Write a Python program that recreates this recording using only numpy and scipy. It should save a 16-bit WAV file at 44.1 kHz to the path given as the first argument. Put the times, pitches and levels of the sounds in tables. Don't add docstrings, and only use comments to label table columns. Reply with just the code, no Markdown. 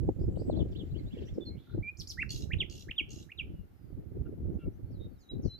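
import sys
import numpy as np
from scipy import signal
from scipy.fft import rfft, irfft
from scipy.io import wavfile

SR = 44100
rng = np.random.default_rng(int(sys.argv[2]) if len(sys.argv) > 2 else 0)


def dump(signal):
    limited = np.clip(np.atleast_2d(signal).T, -1, 1)
    pcm = np.round(limited * 32767).astype(np.int16)
    wavfile.write(sys.argv[1], SR, pcm)


def amplitude_ratio(level_db):
    exponent = np.asarray(level_db, float) / 20
    return 10 ** exponent


N = 246519


def nightingale():
    heard = scrub(song(), pan_db=-3.5, ports=0.83, lag=.4, ground_db=-2, echo_db=-11,
                  scatter_db=9, t60=0.13, far_db=-7.5, far_t60=0.47)
    heard += scrub(chips(), pan_db=-1.5, ports=1, lag=.1, ground_db=-5, echo_db=-9.5,
                   scatter_db=12.5, t60=0.125, far_db=-5.5, far_t60=0.45)
    heard += scrub(trills(), pan_db=-2.0, ports=1, lag=0.09, ground_db=-5, echo_db=-11.5,
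                   scatter_db=10.5, t60=0.14, far_db=-4.0, far_t60=0.43)
    return heard


# (time from the note's mark [s], pitch [Hz], level under its top [dB])
WHISTLE = [(-.068, 2013, -21), (-.058, 2350, -8.5), (-.03, 2346, -7), (0, 2416, 2.5), (.016, 2487, -9.5),
           (.022, 2516, -32)]
ARCH = [(-.05, 1286, -24), (-.042, 1800, -15), (-.025, 2040, -0.5), (-.01, 2430, -7), (0, 2725, 0.5),
        (.004, 2650, 0.5), (.009, 1943, -0.5), (.018, 1170, -18)]
RISE = [(-.015, 1353, -21.5), (-.008, 1774, -5), (0, 2035, -0.5), (.01, 2700, -1), (.014, 2890, -13)]
SHORT_RISE = [(-.012, 1450, -19), (-.006, 1750, -1.5), (0, 2050, -1), (.007, 2450, -4.5), (.011, 2600, -22)]
SNAP = [(-.0045, 3790, -23), (0, 2846, -0.5), (.004, 2300, -13.5), (.0095, 1560, -29)]
SHORT_SNAP = [(-.0035, 3000, -17.5), (0, 2660, -0.5), (.003, 2400, -4.5), (.0065, 1950, -23)]
WIDE_SWEEP = [(-.031, 2990, -24), (-.025, 3790, -24), (-.019, 3594, -20.5), (-.0135, 3465, -18),
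              (-.009, 3260, 3), (0, 2764, -1), (.01, 2300, -10), (.018, 2000, -14.5), (.024, 1800, -29.5)]
SWEEP = [(-.032, 3594, -30.5), (-.021, 3580, -20), (-.0155, 3500, -23), (-.0115, 3316, 2.5),
         (0, 2800, -0.5), (.0105, 2280, -7.5), (.024, 2112, -36.5)]
LAST_SWEEP = [(-.024, 3950, -22.5), (-.016, 3770, -19), (-.01, 3350, -6.5), (0, 2740, -0.5),
              (.012, 2400, -7), (.024, 2235, -18)]
# (mark [s], top level [dB rms], length [ratio], pitch [ratio], swell [dB per s])
WHISTLE_TIMES = [
    (1.89, -40.5, 0.98, 1, 0.0024),
]
ARCH_TIMES = [
    (2.22, -33.5, 0.98, 1, 0.0023),
]
RISE_TIMES = [
    (2.516, -41.5, 0.93, 0.96, 198),
]
SHORT_RISE_TIMES = [
    (2.894, -47, 1.01, 0.99, 12),
    (3.302, -56, 1.2, 1.024, 10),
]
SNAP_TIMES = [
    (2.536, -29.5, 1.06, 0.96, 102.5),
    (2.913, -32, .9, 1, -100),
]
SHORT_SNAP_TIMES = [
    (3.32, -41.5, 0.95, 1.01, 10),
]
WIDE_SWEEP_TIMES = [
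    (2.614, -30.5, 1.01, 1.043, 9.6),
]
SWEEP_TIMES = [
    (2.996, -30, 1.16, 1.004, 100),
]
LAST_SWEEP_TIMES = [
    (3.399, -35, 1.01, 1, 8.2),
]


def song():
    pure = [(WHISTLE, WHISTLE_TIMES), (LAST_SWEEP, LAST_SWEEP_TIMES), (RISE, RISE_TIMES),
            (SHORT_RISE, SHORT_RISE_TIMES), (WIDE_SWEEP, WIDE_SWEEP_TIMES), (SWEEP, SWEEP_TIMES)]
    quick = [(ARCH, ARCH_TIMES), (SNAP, SNAP_TIMES), (SHORT_SNAP, SHORT_SNAP_TIMES)]
    out = np.zeros(N)
    for shape, times in pure:
        out += sung(shape, times, overtone_db=-43.0, rough=0.038, rasp_hz=296.6)
    for shape, times in quick:
        out += sung(shape, times, overtone_db=-37.0, rough=0.05, rasp_hz=300)
    return out


# (time from its mark [s], pitch [Hz], level under its top [dB])
CHIP = [(-.031, 3916, -19.5), (-.027, 5200, -7), (-.0215, 7240, -19), (-.014, 7660, -19),
        (-.009, 6500, -11.5), (0, 5500, 0), (0.0127, 4400, -6), (0.024, 3080, -17)]
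# (mark [s], top level [dB rms], length [ratio], pitch [ratio], swell [dB per s])
CHIP_TIMES = [
    (1.999, -41.5, .99, 0.99, 195),
    (2.102, -38, 1.01, 0.97, -150),
]


def chips():
    throb_hz, throb_swing_hz, throb_depth, throb_from_s = 168, 1100, 0.86, -.012
    out = np.zeros(N)
    s, hz, level_db = np.transpose(CHIP)
    for mark_s, top_db, length, pitch, swell in CHIP_TIMES:
        t = np.arange(s[0] * length, s[-1] * length, 1 / SR)
        turn = (t * throb_hz / length + 0.35) % 1
        on = np.clip((t - throb_from_s) / 0.0026, 0, 1)
        throb_db = 20 * np.log10(1 - on * throb_depth * np.cos(np.pi * turn) ** 2)
        track = pitch * np.interp(t / length, s, hz) + on * throb_swing_hz * (.5 - turn)
        note_db = top_db + 3.4 * on + swell * t + np.interp(t / length, s, level_db) + throb_db
        add_note(out, mark_s + t[0], track, note_db, overtone_db=-13.5, rough=0.18, rasp_hz=600)
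    return out


# (pitch it favours open [Hz], pitch it closes to [Hz])
TRILL_MOUTHS = [
    (4530, 5400),
    (4400, 5600),
    (6650, 5900),
]
# (middle [s], rattle level [dB], low note level [dB])
TRILL_STROKES = [
    [(2.295, -53, -54), (2.307, -42, -53), (2.320, -45.5, -55.5), (2.333, -48, -53.5),
     (2.348, -48.5, -60.5), (2.362, -48, -55.5), (2.378, -49, -63), (2.393, -54, -65), (2.409, -53.5, -67),
     (2.424, -53.5, -59.5), (2.440, -59.5, -62)],
    [(2.700, -53.5, -67.5), (2.713, -50, -60.5), (2.726, -52.5, -55), (2.741, -57.5, -58.5),
     (2.754, -52.5, -64), (2.768, -58, -62.5), (2.782, -55.5, -60), (2.796, -55, -65), (2.810, -55.5, -64),
     (2.825, -57, -61)],
    [(3.094, -63.5, -61), (3.107, -54, -56), (3.119, -55, -59.5), (3.133, -54.5, -61), (3.147, -58, -71),
     (3.161, -54.5, -60), (3.175, -56.5, -68), (3.188, -57.5, -59.5), (3.201, -57.5, -61),
     (3.214, -61, -79), (3.228, -59, -66.5)],
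]
# (pitch [Hz], lateness [ms], level at first stroke [dB], gain by the last [dB])
THROAT = [(3350, 5, 1, 4.5), (3950, 0.5, -1, 12), (4400, 0.5, 7, -7), (5233, -1, 1.5, 2.5),
          (5620, -0.5, 4, -4), (6350, 1.9, -0.5, 3.5), (6620, 1, 4.5, 0.5), (7150, 1.5, -2.5, -2.5),
          (7590, 3.5, -2.5, 0.5), (11400, 1.3, 7, 1.5)]


def trills():
    stroke_s = 0.011
    out = np.zeros(N)
    u = np.linspace(0, 1, round(stroke_s * SR))
    count = len(u)
    swell = -129 * (u - .36) ** 2 * np.where(u < .36, 3.5, .8)
    for (mouth_hz, closing_hz), strokes in zip(TRILL_MOUTHS, TRILL_STROKES):
        for (middle_s, rattle_db, low_db), along in zip(strokes, np.linspace(0, 1, len(strokes))):
            s = middle_s - .0054
            add_note(out, s + 0.0015, 2760 + 120 * u, low_db + swell,
                     overtone_db=-15.5, rough=0.18, rasp_hz=400)
            clicks = (rng.random(count) < 1500 / SR) * rng.standard_normal(count)
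            rattle = clicks + 0.052 * rng.standard_normal(count)
            for (hz, late_ms, own_db, gained_db), luck in zip(THROAT, rng.standard_normal(len(THROAT))):
                hz = hz * (1 + .005 * rng.standard_normal())
                width_hz = 300 if hz < 8000 else 7500
                at = round((s + late_ms / 1000) * SR)
                ring = resonance(resonance(rattle, hz, width_hz), hz, 2.4 * width_hz)
                mouth_db = (1 - along) * favoured(hz, mouth_hz) + along * favoured(hz, closing_hz)
                level_db = rattle_db - 2.5 + own_db + along * gained_db + 1.9 * luck + swell + mouth_db
                out[at:at + count] += rms_one(ring) * amplitude_ratio(level_db - 3.5) * np.hanning(count) ** 0.22
                if hz < 8000:
                    add_note(out, at / SR, hz + 0.36 * width_hz * (u - .4), level_db - 2.5,
                             overtone_db=-15.5, rough=0.43, rasp_hz=400)
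    return out


def favoured(hz, mouth_hz):
    return -min(25.5 * abs(np.log2(hz / mouth_hz)), 7.5)


def resonance(x, hz, width_hz):
    r = np.exp(-np.pi * width_hz / SR)
    return signal.lfilter([1, 0, -1], [1, -2 * r * np.cos(2 * np.pi * hz / SR), r * r], x)


def sung(shape, times, overtone_db, rough, rasp_hz):
    out = np.zeros(N)
    s, hz, level_db = np.transpose(shape)
    for mark_s, top_db, length, pitch, swell in times:
        t = np.arange(s[0] * length, s[-1] * length, 1 / SR)
        track = pitch * np.interp(t / length, s, hz)
        note_db = top_db + swell * t + np.interp(t / length, s, level_db)
        add_note(out, mark_s + t[0], track, note_db, overtone_db, rough, rasp_hz)
    return out


def add_note(out, start_s, hz, level_db, overtone_db, rough, rasp_hz):
    at = round(start_s * SR)
    count = min(len(hz), N - at)
    phase = 2 * np.pi * np.cumsum(hz) / SR + rough * drift(rasp_hz, count=len(hz))
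    tone = np.sin(phase)
    for k in range(4):
        audible = (k + 2) * hz < 16000
        tone += amplitude_ratio(overtone_db - 1.2 * k) * np.sin((k + 2) * phase) * audible
    tone *= np.sqrt(2) * amplitude_ratio(level_db) * (1 + .5 * rough * drift(rasp_hz, count=len(hz)))
    out[at:at + count] += (tone * signal.windows.tukey(len(hz), .1))[:count]


def drift(rate, count=N):
    r = np.exp(-2 * np.pi * rate / SR)
    noise = rng.standard_normal(count + 3000)
    return rms_one(signal.lfilter([1], [1, -2 * r, r * r], noise)[3000:])


def rms_one(x):
    return x / np.sqrt(np.mean(x ** 2) + 1e-20)


# (left delay [ms], right delay [ms], left level [dB], right level [dB])
ECHOES = [(0.99, 0.917, -13.5, -11.5), (5.206, 5.2, -0.5, -12.5), (12.14, 16, -21, -20),
          (16.9, 6.3, -24.5, -32.5), (22.9, 11, -18, -25)]
# (pitch [Hz], left lead [radians])
PORTS = [(2900, 0), (3050, 1.3), (3480, 1.8), (3800, 3.5), (4130, 4.4), (4800, 5.5), (5800, 5.7),
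         (6200, 6.8), (8000, 7.4)]
# (pitch [Hz], level [dB])
HOUSING = [(1000, 0), (7800, 4), (8800, -10.5), (9400, -4.5), (11500, 4), (15500, -7.5)]


def scrub(x, pan_db, lag, ground_db, echo_db, scatter_db, t60, far_db, far_t60, ports=0):
    ground_ms, ground_hz, ground_half_width_hz = 2.508, 2800, 400
    t = np.arange(round(.5 * SR)) / SR
    hz = np.fft.rfftfreq(len(t), 1 / SR)
    tail = rng.standard_normal((2, len(t))) / np.sqrt(SR) * np.clip(t / 0.008, 0, 1)
    tail *= amplitude_ratio(scatter_db - 60 * t / t60) + amplitude_ratio(far_db - 60 * t / far_t60)
    ground = amplitude_ratio(ground_db) / (1 + ((hz - ground_hz) / ground_half_width_hz) ** 6)
    clear = (1 + ground * np.exp(-2j * np.pi * hz * ground_ms / 1000)) * np.ones((2, 1))
    left_ms, right_ms, left_db, right_db = np.transpose(ECHOES)[:, :, None]
    clear[0] += np.sum(amplitude_ratio(left_db + echo_db) * np.exp(-2j * np.pi * hz * left_ms / 1000), axis=0)
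    clear[1] += np.sum(amplitude_ratio(right_db + echo_db) * np.exp(-2j * np.pi * hz * right_ms / 1000), axis=0)
    clear[0] *= np.exp(-2j * np.pi * hz * lag / SR)
    clear[1] *= np.exp(-1j * ports * np.interp(hz, *np.transpose(PORTS)))
    clear /= 1 + (hz / 6500) ** 2
    heard = clear + rfft(tail) * (1 + (hz / 9000) ** 2) ** .5
    heard *= amplitude_ratio(np.interp(hz, *np.transpose(HOUSING)))
    early = 900
    path = np.roll(irfft(heard, len(t)), early, axis=1)
    return signal.fftconvolve(x[None], path, axes=1)[:, early:N + early] * amplitude_ratio([[pan_db / 2], [-pan_db / 2]])


# (start [s], length [s], first pitch [Hz], last pitch [Hz], level [dB rms])
RIGHT_BIRD = [(.505, 0.032, 4400, 3210, -63.5), (.548, 0.031, 3040, 4520, -61),
              (.58, 0.043, 3950, 2870, -56), (.72, 0.014, 3920, 2900, -67), (.75, 0.026, 2600, 4330, -59),
              (.785, 0.038, 3830, 2846, -55.5), (.90, 0.031, 3500, 4300, -71),
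              (.945, 0.034, 2700, 3400, -62), (.98, 0.023, 4620, 3870, -67),
              (.985, 0.017, 2400, 2000, -68.5), (1.06, 0.034, 3490, 4130, -66.5),
              (1.105, 0.037, 2660, 3600, -62.5), (1.17, 0.024, 2610, 3390, -60.5),
              (1.22, 0.023, 2300, 3690, -63.5), (1.27, 0.028, 2620, 3660, -64.5),
              (1.14, 0.026, 2400, 2170, -71), (1.165, .02, 1840, 2050, -73),
              (1.185, 0.014, 2880, 2660, -66), (1.08, 0.014, 4320, 3960, -78),
              (1.285, 0.013, 2820, 2660, -68), (1.145, 0.022, 2900, 3400, -72),
              (1.27, .03, 1780, 2210, -73)]


def right_bird():
    notes = calls(RIGHT_BIRD, halfway=0.53, rough=0.59, rasp_hz=130)
    return amplitude_ratio(0.5) * scrub(notes, pan_db=-6.0, lag=4.95, ground_db=-18, echo_db=-0.5,
                            scatter_db=11, t60=0.13, far_db=-8.0, far_t60=0.39)


# (start [s], length [s], first pitch [Hz], last pitch [Hz], level [dB rms])
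LEFT_BIRD = [(1.406, 0.037, 3570, 3480, -54), (1.458, 0.042, 4260, 4160, -49),
             (1.452, .008, 4600, 4300, -60), (4.91, 0.06, 5900, 3900, -76), (4.96, .035, 3900, 3780, -79),
             (5.185, 0.066, 5800, 3870, -74), (5.248, 0.045, 3860, 3820, -74),
             (5.289, 0.03, 3860, 3890, -49), (5.42, 0.058, 6450, 4200, -65), (5.474, .02, 4200, 4100, -68),
             (5.49, 0.045, 4090, 4040, -56), (5.535, .028, 4050, 4040, -53),
             (5.575, 0.035, 4300, 4560, -59)]


def left_bird():
    notes = calls(LEFT_BIRD, halfway=.72, rough=.2, rasp_hz=90)
    return scrub(notes, pan_db=-3.5, lag=-2.5, ground_db=-30.0, echo_db=-2.5,
                 scatter_db=15.0, t60=0.089, far_db=-3.5, far_t60=0.3)


# (start [s], length [s], first pitch [Hz], last pitch [Hz], level [dB rms])
HOARSE = [(.192, 0.048, 4750, 5100, -79.5), (.357, 0.012, 2350, 4180, -71.5),
          (.376, 0.058, 4410, 4960, -72), (.711, 0.027, 5850, 4350, -77.5), (1.246, 0.035, 5440, 5900, -73),
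          (1.336, 0.026, 5880, 5030, -75), (1.592, 0.16, 3430, 3640, -76), (1.63, 0.15, 4100, 4040, -79.5),
          (1.565, 0.057, 2600, 3840, -75), (5.191, 0.049, 7260, 5970, -80), (5.433, 0.044, 7070, 5240, -71),
          (4.59, .06, 3400, 3140, -81.5)]


def hoarse_birds():
    notes = calls(HOARSE, halfway=0.67, rough=1.25, rasp_hz=170)
    return scrub(notes, pan_db=-6, lag=0.97, ground_db=-13.5, echo_db=-5.0,
                 scatter_db=15.0, t60=0.17, far_db=-5.5, far_t60=0.42)


# (start [s], length [s], first pitch [Hz], last pitch [Hz], level [dB rms])
FAR_BIRDS = [(.30, 0.22, 8170, 7840, -75), (3.70, 0.26, 5360, 4430, -89.5), (4.521, .041, 5710, 6410, -87),
             (4.721, .046, 5610, 6310, -85), (4.255, 0.018, 1400, 1420, -65),
             (4.255, .022, 2800, 2760, -76), (4.585, 0.079, 1432, 1326, -71),
             (4.59, 0.058, 2780, 2740, -64.5), (4.59, 0.093, 2340, 2225, -83),
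             (4.995, 0.076, 3710, 3732, -64), (1.5, 0.097, 2176, 2232, -73.5),
             (1.668, 0.011, 1430, 1430, -65.5), (1.695, 0.013, 1415, 1430, -61.5),
             (1.725, 0.02, 1464, 1420, -61.5)]


def far_birds():
    notes = calls(FAR_BIRDS, halfway=0.54, rough=0.49, rasp_hz=100)
    return scrub(notes, pan_db=-2.0, lag=.4, ground_db=-22.0, echo_db=-2.0,
                 scatter_db=8.5, t60=0.11, far_db=-10.0, far_t60=0.49)


# (start [s], length [s], first pitch [Hz], last pitch [Hz], level [dB rms])
THIN = [(3.43, .22, 3230, 2800, -79), (4.855, .09, 4280, 4520, -87), (5.1, .055, 4560, 4450, -84),
        (5.15, .045, 4450, 3700, -84), (5.318, .068, 3870, 3960, -71), (5.29, .05, 3340, 3290, -83),
        (5.34, .035, 3330, 3800, -80), (5.483, .03, 2940, 3000, -77), (5.515, .055, 3080, 3650, -82)]


def thin_whistles():
    notes = calls(THIN, halfway=0.67, rough=.12, rasp_hz=60)
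    return scrub(notes, pan_db=-1.5, lag=.6, ground_db=-15.0, echo_db=-13.0,
                 scatter_db=6, t60=0.1, far_db=-14, far_t60=0.37)


def calls(rows, halfway, rough, rasp_hz):
    out = np.zeros(N)
    for start_s, length_s, first_hz, last_hz, level_db in rows:
        u = np.linspace(-1, 1, round(length_s * SR))
        hz = first_hz + (last_hz - first_hz) * (halfway + .5 * u + (.5 - halfway) * u * u)
        note_db = level_db - 7 * (u - .1) ** 2
        add_note(out, start_s, hz, note_db, overtone_db=-44, rough=rough, rasp_hz=rasp_hz)
    return out


# (time [s], peak level [dB], pitch [Hz], left over right [dB])
KNOCKS = [(0.087, -23, 344, -3), (0.211, -30.5, 323, 0.5), (0.287, -28.5, 280, 2),
          (0.367, -33.5, 340, -2.5), (0.412, -29, 358, -2), (0.48, -25.5, 346, -2.5), (0.526, -30, 294, 5),
          (0.624, -32, 304, -7), (0.759, -34, 338, -8), (0.833, -31.5, 316, -1), (1.01, -40.5, 330, -11),
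          (1.136, -30.5, 239, 4.0), (1.169, -38, 356, -5.5), (1.22, -34, 352, 6), (1.38, -30.5, 404, 8.5),
          (1.382, -26.5, 317, -5), (1.476, -39.5, 302, 8), (1.746, -31.5, 350, -4), (1.776, -28, 330, 2),
          (2.225, -41, 278, -6.5), (2.399, -36.5, 310, 0), (2.619, -38.5, 362, -15),
          (2.871, -46.5, 397, -12), (3.01, -38, 313, 7), (3.902, -45.5, 323, 1), (4.168, -37, 327, -13.5),
          (4.427, -42, 304, 0), (4.518, -35, 290, -2), (4.587, -38.5, 318, -4), (4.681, -35, 307, -3.5),
          (5.018, -43, 393, 6), (5.064, -44, 409, -6), (5.336, -32.5, 300, -1.5), (5.393, -28.5, 238, -1),
          (5.431, -36, 274, -7.5), (5.456, -28, 257, 2)]
# (time [s], peak level [dB], pitch [Hz], left over right [dB])
CRACKS = [(.088, -23, 630, 2.5), (.37, -34, 553, -9), (.417, -33, 560, -8), (.496, -24, 622, 5.5),
          (.573, -32.5, 633, -7.5), (.593, -33, 586, 2), (1.777, -35, 545, 0)]


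def knocks():
    out = np.zeros((2, N))
    t = np.arange(-400, 800) / SR
    side = np.array([[.5], [-.5]])
    blows = KNOCKS + CRACKS
    for (s, peak_db, pitch_hz, pan_db), luck in zip(blows, rng.standard_normal((len(blows), 4))):
        at = max(round(s * SR) - 250, 0)
        hz = pitch_hz * amplitude_ratio(0.99 * luck[:2, None])
        thump = np.sin(2 * np.pi * hz * t + 2 * luck[2:, None]) * np.exp(-np.abs(t) * pitch_hz)
        out[:, at:at + len(t)] += (thump * amplitude_ratio(peak_db + 2.0 + side * pan_db))[:, :N - at]
    return signal.sosfilt(signal.butter(2, 1100, fs=SR, output="sos"), out)


# (pitch [Hz], level [dB per Hz])
RUMBLE = [(12, -40.5), (20, -12.5), (76, -0.5), (102, -2), (200, -13), (260, -35.5), (440, -120)]
# (pitch [Hz], level [dB per Hz])
FLUTTER = [(94, -27.5), (160, -4.5), (210, -1.5), (351, -1.5), (506, -12.5), (634, -20), (1100, -44),
           (1500, -54.5), (1950, -75), (3300, -120)]


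def wind():
    rumble_db, pan_db, extra_db = gusts()
    side = np.array([[.5], [-.5]])
    eddies = np.array([drift(12.4), drift(24)])
    jolts = np.array([drift(67), drift(45)])
    rumble = rms_one(coloured(RUMBLE) * amplitude_ratio(4.63 * eddies + 1.0 * jolts))
    flutter_db = rumble_db + extra_db - 7.5 + side * 0.26 * pan_db
    low = rms_one(coloured(FLUTTER[:4]) * amplitude_ratio(3.82 * eddies + 4.05 * jolts))
    high = rms_one(coloured(FLUTTER[3:]) * amplitude_ratio(2.6 * eddies + 3.9 * jolts))
    flutter = amplitude_ratio(flutter_db) * (low + amplitude_ratio(-5.5 + 0.069 * (flutter_db + 43)) * high)
    return amplitude_ratio(3.0 + rumble_db + side * pan_db) * rumble + flutter


# (time [s], level [dB], left over right [dB])
BREEZE = [(0, -35, -4.5), (.6, -35, 2), (.7, -37.5, 5), (1.28, -43, 3), (1.6, -44.5, -10), (2.0, -56, -11),
          (2.4, -41.5, -8.5), (2.65, -44, -0.5), (2.94, -52, 7), (3.03, -46, 2), (3.3, -51.5, -2.5),
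          (3.5, -45.5, 7), (3.78, -57, -4.5), (4.0, -45, -2), (4.7, -48.5, -0.5), (5.03, -46, -8),
          (5.2, -55.5, 6), (5.59, -55, 2.5)]
# (middle [s], half length [s], level over the breeze [dB], left over right [dB], flutter [dB])
GUSTS = [(0.101, 0.039, 6, 1.5, 2), (0.15, 0.053, -11.5, 9, 2), (0.262, 0.041, 2, -1, -6.5),
         (0.38, 0.13, -5.5, 9, 6.5), (0.482, 0.04, -2.5, -14, 9), (0.584, 0.12, -1, 5.5, 10),
         (1.395, 0.059, -14.5, -4, 24.5), (1.475, 0.064, -4, 24, 7.5), (1.666, 0.16, -9.5, 11, 4),
         (1.786, 0.12, 12.5, 21, -1.5), (1.957, 0.039, -14.5, -14, 8), (2.012, 0.064, 12.5, 1.5, -2),
         (2.082, 0.099, -6, 1, 1), (3.351, 0.12, -19.5, -27.5, 7.5), (3.437, 0.13, 3.5, -7, -1.5),
         (3.604, 0.023, 9.5, 9, -12.5), (4.077, 0.14, -7.5, -4.5, 6.5), (4.207, 0.13, 6, 0.5, 1),
         (4.38, 0.045, -1, 5, 5.5), (4.451, 0.065, 11.5, -4.5, -1.5), (4.543, 0.081, 3, -0.5, 7),
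         (4.67, 0.073, 11.5, -5, 1), (5.278, 0.065, -16, -2.5, 14.5), (5.394, 0.15, 15.5, 5, 2.5),
         (1.22, 0.1, -0.5, -0.5, 7), (2.62, 0.14, 4.5, -5.5, -1), (4.299, 0.092, 1, -7.5, 5),
         (5.093, 0.078, 1, 2, 7), (5.469, 0.043, 9, 7, 2.5)]


def gusts():
    level_db, pan_db = in_time(BREEZE)
    middle_s, half_s, *columns = np.transpose(GUSTS)
    place = np.clip((np.arange(N)[:, None] / SR - middle_s) / half_s, -1, 1)
    swell = np.cos(np.pi / 2 * place) ** 2
    over_db, side_db, flutter_db = (swell @ column for column in columns)
    return level_db + over_db, pan_db + side_db, flutter_db


def in_time(rows):
    s, *columns = np.transpose(rows)
    return [np.interp(np.arange(N) / SR, s, column) for column in columns]


# (time [s], level [dB])
CHORUS = [(0, -81.5), (.35, -82), (.6, -76.5), (1.1, -75.5), (1.21, -68), (1.33, -76.5), (1.47, -82),
          (1.87, -86), (2.1, -120)]


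def chorus():
    low_db, = in_time(CHORUS)
    high_db = -84 - 39.5 * np.clip(np.arange(N) / SR - 1.34, 0, None)
    low = coloured([(1500, -2.5), (3000, -6.0), (4500, -9.0), (6500, -20.0)])
    reeling = coloured([(5500, -19.5), (7400, -5.5), (8000, -15.0), (8600, -17)])
    return low * amplitude_ratio(low_db + 2.0 * drift(30)) + reeling * amplitude_ratio(high_db + 1.1 * drift(40))


# (pitch [Hz], level [dB])
AIR = [(470, -16), (800, -5.5), (906, -11), (964, -14.5), (1350, -11), (1600, -13.5), (1930, -16.5),
       (2110, -15), (2300, -19), (3640, -24), (4070, -24), (8460, -32), (12100, -23), (15500, -23)]


def air():
    return amplitude_ratio(-74) * coloured(AIR)


def coloured(spectrum):
    hz = np.fft.rfftfreq(N, 1 / SR) + 1
    at, level_db = np.transpose(spectrum)
    shape = amplitude_ratio(np.interp(np.log(hz), np.log(at), level_db)) * (hz >= at[0]) * (hz <= at[-1])
    return rms_one(irfft(rfft(rng.standard_normal((2, N))) * shape, N))


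def scene():
    birds = nightingale() + right_bird() + left_bird() + hoarse_birds() + far_birds() + thin_whistles()
    return birds + knocks() + wind() + chorus() + air()


def roll_off(x):
    return signal.sosfilt(signal.butter(12, 15690, fs=SR, output="sos"), x)


def record(dry):
    return roll_off(dry)


dry = scene()
out = record(dry)
dump(out)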